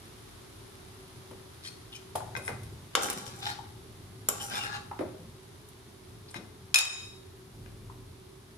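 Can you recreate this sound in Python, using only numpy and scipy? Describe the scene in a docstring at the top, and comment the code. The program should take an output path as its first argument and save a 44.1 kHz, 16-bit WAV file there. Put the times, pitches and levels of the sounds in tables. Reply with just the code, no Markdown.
"""Small hard-walled kitchen: a steel spatula turns cooked potato filling in a nonstick pan on a gas stove.
Knocks are noise bursts through resonances; taps, clinks and the put-down clank add decaying modes.
Scrapes are random slips exciting the pan's modes, squelches are crowds of bursting wet films.
Shaped noise gives a low drone, hum, slowly fading sizzle and spells of rumble; gain ducks under loud blows."""
import sys
import numpy as np
from scipy import signal
from scipy.fft import rfft, irfft, next_fast_len
from scipy.io import wavfile
from scipy.ndimage import uniform_filter1d, minimum_filter1d

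SR = 44100
rng = np.random.default_rng(int(sys.argv[2]) if len(sys.argv) > 2 else 0)


def unload_wav(signal):
    """Save mono or channel-first audio to the path in sys.argv[1] as 16-bit WAV at rate SR, clipped to [-1, 1]."""
    wavfile.write(
        sys.argv[1],
        SR,
        np.round(np.clip(np.atleast_2d(signal).T, -1, 1) * 32767).astype(np.int16),
    )


N = 378267
TIME_S = np.arange(N) / SR
RING_S = TIME_S[:SR]  # one second, time since a blow
TOP_HZ = 15800

# Levels are relative: each source adds its own gain, room and ducking.
# Kitchen decay: (frequency [Hz], t60 [s])
ROOM_DECAY = [(150, 0.79), (500, 0.61), (1500, 0.51), (4000, 0.5), (8000, 0.52), (14000, 0.16)]
# Room drone spectrum: (frequency [Hz], level [dB])
DRONE_SPECTRUM = [(20, -31), (28, -34), (39, -23), (50, -0.5), (62, -18.5), (85, 2), (108, 1.5),
                  (155, -7.5), (225, -11), (300, -11.5), (400, -7.5), (480, -26), (1000, -24),
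                  (1800, -40.5)]
# Sizzle spectrum: (frequency [Hz], level [dB])
SIZZLE_SPECTRUM = [(80, 3), (350, -1.5), (600, -3), (1180, -2), (1740, -6), (2280, -7), (2540, -9),
                   (3600, -5.5), (6690, -12), (7860, -15.5), (10400, -8.5), (13300, -18.5), (14200, -7),
                   (15000, -59)]
# Hum bands: (centre [Hz], level [dB], filter width [Hz])
HUM_BANDS = [(103.6, -87, 17), (378.5, -59.5, 4.4), (425, -68.5, 5.7)]
# Dull knocks of dishes, pan and food:
# (time [s], level [dB], body pitch [Hz], body filter width [Hz], tick [dB], left minus right [dB])
KNOCK_EVENTS = [(1.311, -21.5, 330, 567, -13, 5), (2.154, -9.5, 547, 407, -11.5, -5),
                (2.156, -6, 828, 150, -8, 6), (2.205, -16, 890, 298, -30, 6),
                (2.371, -14.5, 510, 610, -5.5, -1), (2.479, -16, 925, 810, -4.5, 7),
                (2.49, -11, 470, 702, -14, -3), (2.496, -11.5, 105, 68.6, -32, 1),
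                (2.633, -13.5, 88, 39, -13, 2), (2.972, -3, 489, 700, -33, 0),
                (3.039, -8.5, 328, 500, -30, -1), (3.159, -16, 194, 70, -28.5, 0),
                (3.587, -15.5, 850, 140, -30, 4), (4.289, -11, 370, 584, -29.5, -3),
                (4.913, -11.5, 910, 268, -42, 0.5), (4.9905, -17.5, 1070, 1130, -28, 0),
                (4.993, -4.5, 315, 129, -30, -3), (5.008, -7.5, 580, 317, -25, 7.5),
                (5.194, -16, 134, 99, -33, 0), (6.342, -22, 1000, 1800, -8.5, 9),
                (6.358, -15, 161, 283, -30, 5), (7.661, -30.5, 1250, 1500, -24, 7),
                (7.897, -23.5, 990, 202, -25, 2)]
# Short rubs and squeaks of utensils:
# (peak time [s], half length [s], level [dB], centre [Hz], filter width [Hz])
RUB_EVENTS = [(1.653, 0.045, -45.5, 3980, 3000), (1.658, 0.037, -47, 1870, 500),
              (1.66, 0.024, -47, 3230, 250), (1.68, 0.018, -48, 5700, 300), (1.682, 0.019, -39, 4340, 200),
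              (1.67, 0.035, -54, 7450, 250), (1.679, 0.04, -51, 8800, 250), (1.933, 0.024, -45, 3080, 900),
              (1.959, 0.025, -44.5, 3020, 200), (1.961, 0.026, -46.5, 5730, 4000),
              (1.958, 0.015, -46, 2430, 199), (2.462, 0.074, -43, 9500, 3000),
              (3.438, 0.025, -45, 1250, 202), (3.515, 0.032, -42, 4380, 400), (3.47, 0.017, -38, 1560, 298),
              (3.503, 0.045, -40, 1620, 300), (4.421, 0.05, -41, 3000, 350), (4.56, 0.06, -37, 3580, 250),
              (4.562, 0.07, -38, 1430, 300), (4.58, 0.016, -36, 850, 111), (4.623, 0.1, -39.5, 2800, 250),
              (4.658, 0.059, -37, 1680, 220), (4.636, 0.021, -39, 3300, 2200),
              (4.754, 0.049, -44, 2730, 220), (4.75, 0.05, -43.5, 1640, 400),
              (6.292, 0.018, -50.5, 4400, 1600), (6.312, 0.016, -50, 9000, 4000),
              (6.365, 0.025, -42, 1300, 1600), (6.37, 0.047, -51, 3750, 400)]
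# Low rumble while things are handled: (hold start [s], hold [s], level [dB], deep boom [dB])
RUMBLE_SPELLS = [(2.15, 0.67, -49, -75), (3.233, 1.86, -52.5, -72), (6.095, 0.059, -53, -75),
                 (7.554, 0.43, -49.5, -55.5)]
# Handling rumble spectrum: (frequency [Hz], level [dB])
HANDLING_SPECTRUM = [(30, -25), (70, -14), (110, 4), (150, -8.5), (400, -19.5), (1500, -43.5)]
# Clinks of a moved dish: (time [s], level [dB], most strongly struck [Hz], left minus right [dB])
CLINK_EVENTS = [(2.352, -15, 1850, 11.5), (2.365, -14, 2860, 0), (2.4788, -10.5, 1900, 5.5),
                (6.344, -22.5, 2100, 8), (6.365, -23.5, 3740, 2)]
# Modes of the hand-damped dish: (frequency [Hz], level [dB], t60 [s])
DISH_MODES = [(900, 6.5, 0.026), (1560, 2.5, 0.036), (2050, 1, .022), (2320, -18, 0.013),
              (2485, -2.5, 0.048), (3370, -12, 0.031), (3820, -6, 0.033), (5300, -6, 0.033),
              (6500, -4, .015)]
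# Blade pushed along the pan: (full-force time [s], hold [s], scrape [dB], wet squelch [dB])
BLADE_PUSHES = [(2.987, 0.13, -34, -51), (3.193, 0.22, -45.5, -51), (3.451, 0.048, -31.5, -45),
                (4.317, 0.44, -44, -46), (4.523, 0.071, -33.5, -43.5), (4.64, 0.088, -38, -57),
                (4.725, 0.039, -35.5, -68)]
# Lumps of filling giving way: (peak time [s], Gaussian half length [s], squelch [dB])
LUMP_SQUASHES = [(3.043, 0.033, -32.5), (3.181, 0.018, -37.5), (3.268, 0.012, -44.5), (3.397, 0.0095, -44),
                 (4.431, 0.031, -36.5)]
# Modes of the pan loaded with food: (frequency [Hz], level [dB], t60 [s])
PAN_MODES = [(492, 6.5, 0.017), (807, 1.5, 0.051), (1115, 9.5, 0.027), (1328, 7.5, 0.019),
             (1600, 3.5, 0.04), (2350, 1.5, 0.013), (2660, -1.5, 0.045), (3060, 8, 0.014),
             (3595, 5.5, 0.012), (4280, -5.5, 0.0098), (5200, -5, 0.029), (5360, 2.5, 0.022),
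             (6400, 1, 0.033), (7000, -0.5, 0.041), (9500, -5, 0.025)]
# Scrape spectrum: (frequency [Hz], level [dB])
SCRAPE_SPECTRUM = [(40, -47), (200, 5.5), (450, -8), (800, 9), (1080, -2.5), (1500, 4.5), (2250, 3),
                   (2700, -2.5), (3500, -1), (4300, 7.5), (5400, -4), (7500, -5.5), (11000, -34),
                   (15000, -45)]
# Squelch spectrum: (frequency [Hz], level [dB])
SQUELCH_SPECTRUM = [(2500, -53), (5500, 10.5), (7300, 10.5), (10500, 14.5), (13000, 10.5), (15000, -64)]
# Blade meets pan: (time [s], level [dB], click centre [Hz], click filter width [Hz],
# pan ring [dB], left minus right [dB])
TAP_EVENTS = [(2.952, 0.5, 3260, 4450, 5, 2), (2.9533, -9, 6060, 1500, -8, 9),
              (2.973, -29, 2200, 1800, -17, 8), (3.024, -14, 9000, 7000, 2, -6),
              (3.033, -8, 8600, 7000, 0, 0), (3.044, -13, 7000, 7000, 2, 6), (3.1, -6, 10400, 7000, -7, 0),
              (3.129, -16.5, 10400, 6000, -6, 2), (3.265, -24.5, 6000, 5020, 2, 5),
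              (3.278, -25, 6550, 4000, -4, 9), (4.287, 1.5, 11400, 2220, -8, 0.5),
              (4.2871, -1.5, 7330, 1100, -12, 4.5), (5.687, -29, 11100, 8000, -24, 1)]
# Spatula lands, bounces, settles: (time [s], level [dB], ring [dB])
CLANK_BOUNCES = [(6.7427, 15, 3.5), (6.7582, 4.5, 17.5), (6.779, -5, 22), (6.7855, 12, -13),
                 (6.807, 2.5, 5), (6.85, -2, 4), (6.93, -26, 22), (6.983, -26, 20)]
# Steel spatula modes, close pairs beat:
# (frequency [Hz], level [dB], t60 [s], share left ringing after contact [dB], left minus right [dB])
STEEL_MODES = [(2497, 5, .55, -34, 2), (2530, 0, .5, -33, 2), (2582, -6, .5, -32, 0),
               (3112, -8, .33, -28, 2), (3448, -11, .5, -26, -2), (3475, -10, .5, -24, 2),
               (3779, -2, .55, -18, 3), (3808, -2, .57, -12, 3), (4290, -15, .4, -28, 3),
               (5200, -1, .5, -22, 1), (5232, -1, .55, -17, 2), (5296, -10, .55, -18, 3),
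               (5545, -14, .4, -26, 2), (6300, -14, .5, -22, 5), (6835, -1, .52, -22, 5),
               (6866, -4, .5, -26, 5), (6959, -8, .5, -26, 4), (7900, -13, .4, -22, 0),
               (8658, -4, .44, -24, -3), (9141, -11, .4, -26, -4), (9533, -5, .42, -25, -8),
               (10700, -10, .36, -26, -2), (11150, -7, .36, -26, -2), (11680, -13, .36, -26, 0),
               (12870, -11, .3, -22, 0), (13250, -11, .3, -24, 0)]

KNOCK_CYCLES = 40  # t60 in cycles, so low knocks last longer
DRONE_DB, SIZZLE_START_DB, SIZZLE_FALL_DB_PER_S = -52.5, -52.5, 0.61
RUMBLE_ATTACK_S, RUMBLE_RELEASE_S = 0.058, 0.11
PUSH_ATTACK_S, PUSH_RELEASE_S, PUSH_SAG_DB_PER_S = 0.07, 0.012, 30
SQUASH_SCRAPE_DB = -5  # blade grazes the pan as it breaks through
SLIPS_PER_S, SLIP_SPREAD_DB = 420, 3.2
FILMS_PER_S, FILM_SPREAD_DB = 650, 2.4  # wet films bursting
# Random swings: rms depth, random steps per s
TEAR_DB, TEAR_PER_S = 2.2, 45  # filling tears in fits
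CONTACT_DB, CONTACT_PER_S = 4.2, 36  # each pan mode swells on its own
DRIFT_SHARE, DRIFT_PER_S = .028, 17  # shift of the pan's resonances
JUDDER_DB, JUDDER_PER_S = 0.1, 110
ROCK_DB, ROCK_PER_S = 2.5, 30  # mode flutter as the spatula rocks


def undb(db):
    """Decibels to gain."""
    return 10 ** (np.asarray(db) / 20)


def unit(x):
    """Scale each channel to rms 1."""
    return x / np.sqrt(np.mean(x ** 2, axis=-1, keepdims=True))


def blow(x):
    """Scale each channel of a response to energy 1."""
    return unit(x) / np.sqrt(x.shape[-1])


def fade(t60_s):
    """Exponential decay over one second."""
    return np.exp(-np.log(1000) * RING_S / max(t60_s, 1e-4))


def left_right(difference_db):
    """Left and right gains."""
    return undb(np.array([[difference_db], [-difference_db]]) / 2)


def band(x, hz, width_hz):
    """Two-pole resonance."""
    hz = min(hz, SR * .45)
    g, k = np.tan(np.pi * hz / SR), width_hz / hz
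    feedback = [1 + g * k + g * g, 2 * g * g - 2, 1 - g * k + g * g]
    return signal.lfilter([g * k, 0, -g * k], feedback, x + 1e-18)


def colour(x, points):
    """Shape a sound with a (Hz, dB) spectrum; rms 1."""
    size = next_fast_len(N)
    hz, db = np.transpose(points)
    bins_hz = np.arange(size // 2 + 1) * SR / size
    gain = undb(np.interp(np.log(bins_hz + 1), np.log(hz), db))
    return unit(irfft(rfft(x, size) * gain, size)[..., :N])


def stereo_noise(correlation):
    """Two noises with a given correlation."""
    mid, side = rng.standard_normal((2, N))
    c = np.clip(correlation, 0, 1)
    return np.sqrt(1 + c) * mid + np.sqrt(1 - c) * side * np.array([[1], [-1]])


def burst(t60_s):
    """Crowded decaying vibrations, different at each microphone."""
    return rng.standard_normal((2, SR)) * fade(t60_s)


def ring(modes):
    """Decaying modes; each reaches the two microphones with its own phase."""
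    phases = rng.uniform(0, 2 * np.pi, (len(modes), 2, 1))
    total = 0
    for (hz, db, t60_s), phase in zip(modes, phases):
        sine = np.sin(2 * np.pi * hz * RING_S + phase)
        total = total + undb(db) * blow(sine * fade(t60_s))
    return blow(total)


def clicks(per_s, spread_db):
    """Random clicks of unequal size; rms 1."""
    fires = rng.random(N) < per_s / SR
    signs = rng.choice([-1, 1], N)
    return unit(fires * signs * undb(spread_db * np.minimum(rng.exponential(size=N), 4)))


def wander(per_s, size=N):
    """Smoothed random steps; rms 1."""
    hold = int(SR / per_s)
    steps = np.repeat(rng.standard_normal(size // hold + 1), hold)
    return unit(uniform_filter1d(uniform_filter1d(steps, hold), hold)[:size])


def through(x, response):
    """Pass a sound through a two-channel response."""
    return signal.oaconvolve(np.atleast_2d(x), response, axes=1)[:, :N]


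def heard(x, room):
    """A blow with its reflections, at energy 1 in each microphone."""
    return blow(signal.fftconvolve(x, room, axes=1)[:, :SR])


def nearer(room, direct_db):
    """Room response with extra direct sound, for a close source."""
    return room + undb(direct_db) * (RING_S == 0)


def add(out, time_s, x):
    """Mix a sound in at a time."""
    i = int(time_s * SR)
    out[:, i:i + x.shape[1]] += x[:, :N - i]


def gesture(start_s, hold_s, attack_s, release_s):
    """Smooth rise ending at the start, a hold, then an exponential release."""
    rise = np.clip((TIME_S - start_s) / attack_s + 1, 0, 1)
    return rise ** 2 * np.exp(-np.maximum(TIME_S - start_s - hold_s, 0) / release_s)


def kitchen(early_db=-7, early_t60_s=0.17, late_db=-6, gap_s=0.0066, build_s=0.0011):
    """Direct sound, quick reflections from stove and wall, and a tail whose decay varies with frequency."""
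    hz, t60_s = np.transpose(ROOM_DECAY)
    noise = rfft(rng.standard_normal((2, SR)))
    # one-second noise: bin number is Hz; neighbouring bands crossfade
    place = np.interp(np.log(np.arange(noise.shape[1]) + 1), np.log(hz), np.arange(len(hz)))
    late = 0
    for k, band_t60_s in enumerate(t60_s):
        late = late + irfft(noise * np.maximum(1 - abs(place - k), 0), SR) * fade(band_t60_s)
    arrival = np.clip((RING_S - gap_s) / build_s, 0, 1)
    early = undb(early_db) * blow(arrival * burst(early_t60_s))
    return (RING_S == 0) + early + undb(late_db) * blow(arrival * late)


def drone():
    """Steady room drone: nearly mono noise, mostly low."""
    return undb(DRONE_DB) * colour(stereo_noise(0.99), DRONE_SPECTRUM)


def sizzle(crackle_db=-10):
    """Hot pan: wide hiss and random crackles, slowly dying down."""
    crackle = unit(through(clicks(260, 3.2), burst(.003)))
    hiss = unit(stereo_noise(0.024))
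    level = undb(SIZZLE_START_DB - SIZZLE_FALL_DB_PER_S * TIME_S)
    return level * colour(hiss + undb(crackle_db) * crackle, SIZZLE_SPECTRUM)


def hum():
    """Narrow noise bands, heard as wavering tones."""
    out = 0
    for hz, db, width_hz in HUM_BANDS:
        tone = band(band(stereo_noise(0.2), hz, width_hz), hz, width_hz)
        out = out + undb(db) * unit(tone)
    return out


def knocks(room, tick_t60_s=0.05, tick_hz=9800, tick_width_hz=2200,
           crunch_db=-1, crunch_hz=3500, crunch_width_hz=9000, gain_db=4.5):
    """Each knock is a tick of contact and a short resonant thud of the body behind it."""
    out = np.zeros((2, N))
    for time_s, db, hz, width_hz, tick_db, side_db in KNOCK_EVENTS:
        thud = band(band(burst(KNOCK_CYCLES / hz), hz, width_hz), hz, 2 * width_hz)
        body = heard(thud, room)
        # long waves reach both microphones alike
        body = blow(body + body[::-1] / (1 + (hz / 300) ** 2))
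        contact = burst(tick_t60_s)
        crunch = blow(band(contact, crunch_hz, crunch_width_hz))
        tick = blow(band(contact, tick_hz, tick_width_hz)) + undb(crunch_db) * crunch
        knock = body + undb(tick_db) * heard(tick, room)
        add(out, time_s, undb(db + gain_db) * left_right(side_db) * knock)
    return out


def rubs(room, grit_clicks_per_s=700, steel_clicks_per_s=2000, steel_db=-13, side_db=4.0,
         held=0.044, direct_db=-4):
    """Gritty slides swell and stop: one resonance sings over steel whose decay the hand shortens."""
    out = np.zeros((2, N))
    close = nearer(room, direct_db)
    grit = through(clicks(grit_clicks_per_s, 0.96), blow(burst(0.0011)))
    damped_modes = [(hz, db / 2, held * t60_s) for hz, db, t60_s, _, _ in STEEL_MODES]
    steel = through(clicks(steel_clicks_per_s, 1.1), ring(damped_modes))
    for time_s, half_s, db, hz, width_hz in RUB_EVENTS:
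        start, size = int((time_s - half_s) * SR), int(2 * half_s * SR)
        song = unit(band(band(grit[:, start:start + size], hz, width_hz), hz, width_hz))
        slide = song + undb(steel_db) * unit(steel[:, start:start + size])
        slide = slide * np.hanning(size) ** 2
        strength = np.linalg.norm(slide, axis=1, keepdims=True)
        add(out, time_s - half_s, undb(db) * left_right(side_db) * strength * heard(slide, close))
    return out


def handling_rumble(boom_hz=40, boom_width_hz=18):
    """Handling: spells of low noise with a deep narrow-band boom."""
    rumble = colour(stereo_noise(0.95), HANDLING_SPECTRUM)
    boom = unit(band(band(stereo_noise(.98), boom_hz, boom_width_hz), boom_hz, boom_width_hz))
    out = 0
    for start_s, hold_s, db, boom_db in RUMBLE_SPELLS:
        spell = gesture(start_s, hold_s, RUMBLE_ATTACK_S, RUMBLE_RELEASE_S)
        out = out + spell * (undb(db) * rumble + undb(boom_db) * boom)
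    return out


def clinks(room, fall_db_per_octave=9, direct_db=-8, gain_db=6.5):
    """Each clink favours dish modes near one pitch, set by where the dish is touched."""
    out = np.zeros((2, N))
    close = nearer(room, direct_db)
    for time_s, db, struck_hz, side_db in CLINK_EVENTS:
        modes = [(hz, mode_db - fall_db_per_octave * abs(np.log2(hz / struck_hz)), t60_s)
                 for hz, mode_db, t60_s in DISH_MODES]
        add(out, time_s, undb(db + gain_db) * left_right(side_db) * heard(ring(modes), close))
    return out


def effort():
    """Force on pan and food: each push eases off as it goes, each squashed lump swells and stops."""
    pressure, wetness = np.zeros((2, N))
    for start_s, hold_s, scrape_db, wet_db in BLADE_PUSHES:
        sag = undb(-PUSH_SAG_DB_PER_S * np.maximum(TIME_S - start_s, 0))
        push = gesture(start_s, hold_s, PUSH_ATTACK_S, PUSH_RELEASE_S) * sag
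        pressure = np.maximum(pressure, undb(scrape_db) * push)
        wetness = np.maximum(wetness, undb(wet_db) * push)
    squash = sum(undb(db) * np.exp(-((TIME_S - s) / half_s) ** 2) for s, half_s, db in LUMP_SQUASHES)
    return np.hypot(pressure, undb(SQUASH_SCRAPE_DB) * squash), np.hypot(wetness, squash)


def scraping(grit_db=-4):
    """Stick-slip clicks drive the pan's modes and grit; the hand evens the force, the blade judders."""
    slips = clicks(SLIPS_PER_S, SLIP_SPREAD_DB)
    body = 0
    for hz, db, t60_s in PAN_MODES:
        # the contact point travels: each mode swells and fades on its own
        swell = undb(db + CONTACT_DB * wander(CONTACT_PER_S))
        body = body + swell * through(slips, ring([(hz, db, t60_s)])[:, :SR // 10])
    grit = unit(through(slips, burst(0.013)))
    scrape = colour(unit(body) + undb(grit_db) * grit, SCRAPE_SPECTRUM)
    # uneven reading speed: resonances shift as the food moves
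    shifted = np.arange(N) + np.cumsum(DRIFT_SHARE * wander(DRIFT_PER_S))
    scrape = np.array([np.interp(shifted, np.arange(N), channel) for channel in scrape])
    force = np.sqrt(uniform_filter1d(np.mean(scrape ** 2, axis=0), size=1500))
    return scrape / force * undb(JUDDER_DB * wander(JUDDER_PER_S))


def squelching():
    """Tiny wet films burst in the food, in fits as it tears."""
    films = through(clicks(FILMS_PER_S, FILM_SPREAD_DB), burst(0.0098))
    return colour(films, SQUELCH_SPECTRUM) * undb(TEAR_DB * wander(TEAR_PER_S))


def stirring(room, scrape_db=-2, squelch_db=-1, side_db=2.5):
    """Force on the pan drives the scraping, force on the food the squelching."""
    pressure, wetness = effort()
    scrape = undb(scrape_db) * left_right(side_db) * pressure * scraping()
    return through(scrape + undb(squelch_db) * wetness * squelching(), room)


def taps(room, click_t60_s=0.038, direct_db=-2, gain_db=4.0):
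    """The blade edge clicks close by and rings the pan, which the food damps quickly."""
    out = np.zeros((2, N))
    close = nearer(room, direct_db)
    for time_s, db, hz, width_hz, ring_db, side_db in TAP_EVENTS:
        click = heard(band(burst(click_t60_s), hz, width_hz), close)
        tap = click + undb(ring_db) * heard(ring(PAN_MODES), room)
        add(out, time_s, undb(db + gain_db) * left_right(side_db) * tap)
    return out


def clank(room, crack_t60_s=0.027, crack_hz=4800, crack_width_hz=7500, out_side_db=2.0,
          tilt_db_per_octave=-1, contact_t60_s=0.051, thud_db=-11, thud_hz=1200, thud_width_hz=1100,
          thud_t60_s=0.27, direct_db=0, bite_s=0.0014):
    """Steel lands on steel: bounces crack, thud and ring the spatula, whose rocking flutters each mode."""
    out, struck = np.zeros((2, N)), np.zeros(SR)
    landing_s = CLANK_BOUNCES[0][0]
    close = nearer(room, direct_db)
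    bite = 1 - np.exp(-RING_S / bite_s)  # contact takes a moment to build
    for time_s, db, ring_db in CLANK_BOUNCES:
        crack = band(bite * burst(crack_t60_s), crack_hz, crack_width_hz)
        crack = band(crack, crack_hz, 3 * crack_width_hz)
        thud = band(band(burst(thud_t60_s), thud_hz, thud_width_hz), thud_hz, 2 * thud_width_hz)
        add(out, time_s, undb(db) * (heard(crack, close) + undb(thud_db) * heard(thud, room)))
        struck[int((time_s - landing_s) * SR)] += undb(db + ring_db) ** 2
    # contact drains most of each bounce's energy; the rest rings on freely
    damped = np.abs(signal.fftconvolve(struck, fade(contact_t60_s) ** 2)[:SR])
    free = np.cumsum(struck)
    tone = 0
    for hz, db, t60_s, free_db, side_db in STEEL_MODES:
        swing = np.sqrt(damped + undb(free_db) ** 2 * free) * undb(ROCK_DB * wander(ROCK_PER_S, size=SR))
        level = undb(db + tilt_db_per_octave * np.log2(hz / crack_hz))
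        tone = tone + level * left_right(side_db) * heard(ring([(hz, db, t60_s)]) * swing, room)
    add(out, landing_s, np.sqrt(damped.max()) * blow(tone))
    return left_right(out_side_db) * out


def scene():
    """All handling sounds in the kitchen, over its background."""
    room = blow(kitchen())
    background = drone() + sizzle() + hum() + handling_rumble()
    utensils = knocks(room) + rubs(room) + clinks(room)
    return background + utensils + stirring(room) + taps(room) + clank(room)


def gain_control(x, threshold_db=-21, ratio=3.07, hold_s=0.097, recover_db_per_s=70):
    """Loud blows turn the gain down at once; it holds for a moment, then comes back."""
    power = uniform_filter1d(np.mean(x ** 2, axis=0), size=440)
    db = 10 * np.log10(np.abs(power) + 1e-12)
    span = int(hold_s * SR)
    peak_db = -minimum_filter1d(-db, span, origin=(span - 1) // 2)
    recovery_db = recover_db_per_s * TIME_S
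    held_db = np.maximum.accumulate(peak_db + recovery_db) - recovery_db
    return x * undb(-np.maximum(held_db - threshold_db, 0) * (1 - 1 / ratio))


def record(dry, rolloff_hz=13000, low_cut_hz=31):
    """Phone microphones lose deepest bass and highest treble, gain ducks under loud blows, the top is cut."""
    edges_hz = [low_cut_hz, min(rolloff_hz, TOP_HZ)]
    microphones = signal.butter(4, edges_hz, "bandpass", fs=SR, output="sos")
    ducked = gain_control(signal.sosfilt(microphones, dry))
    return signal.sosfilt(signal.ellip(8, .2, 70, TOP_HZ, fs=SR, output="sos"), ducked)


dry = scene()
out = record(dry)
unload_wav(out)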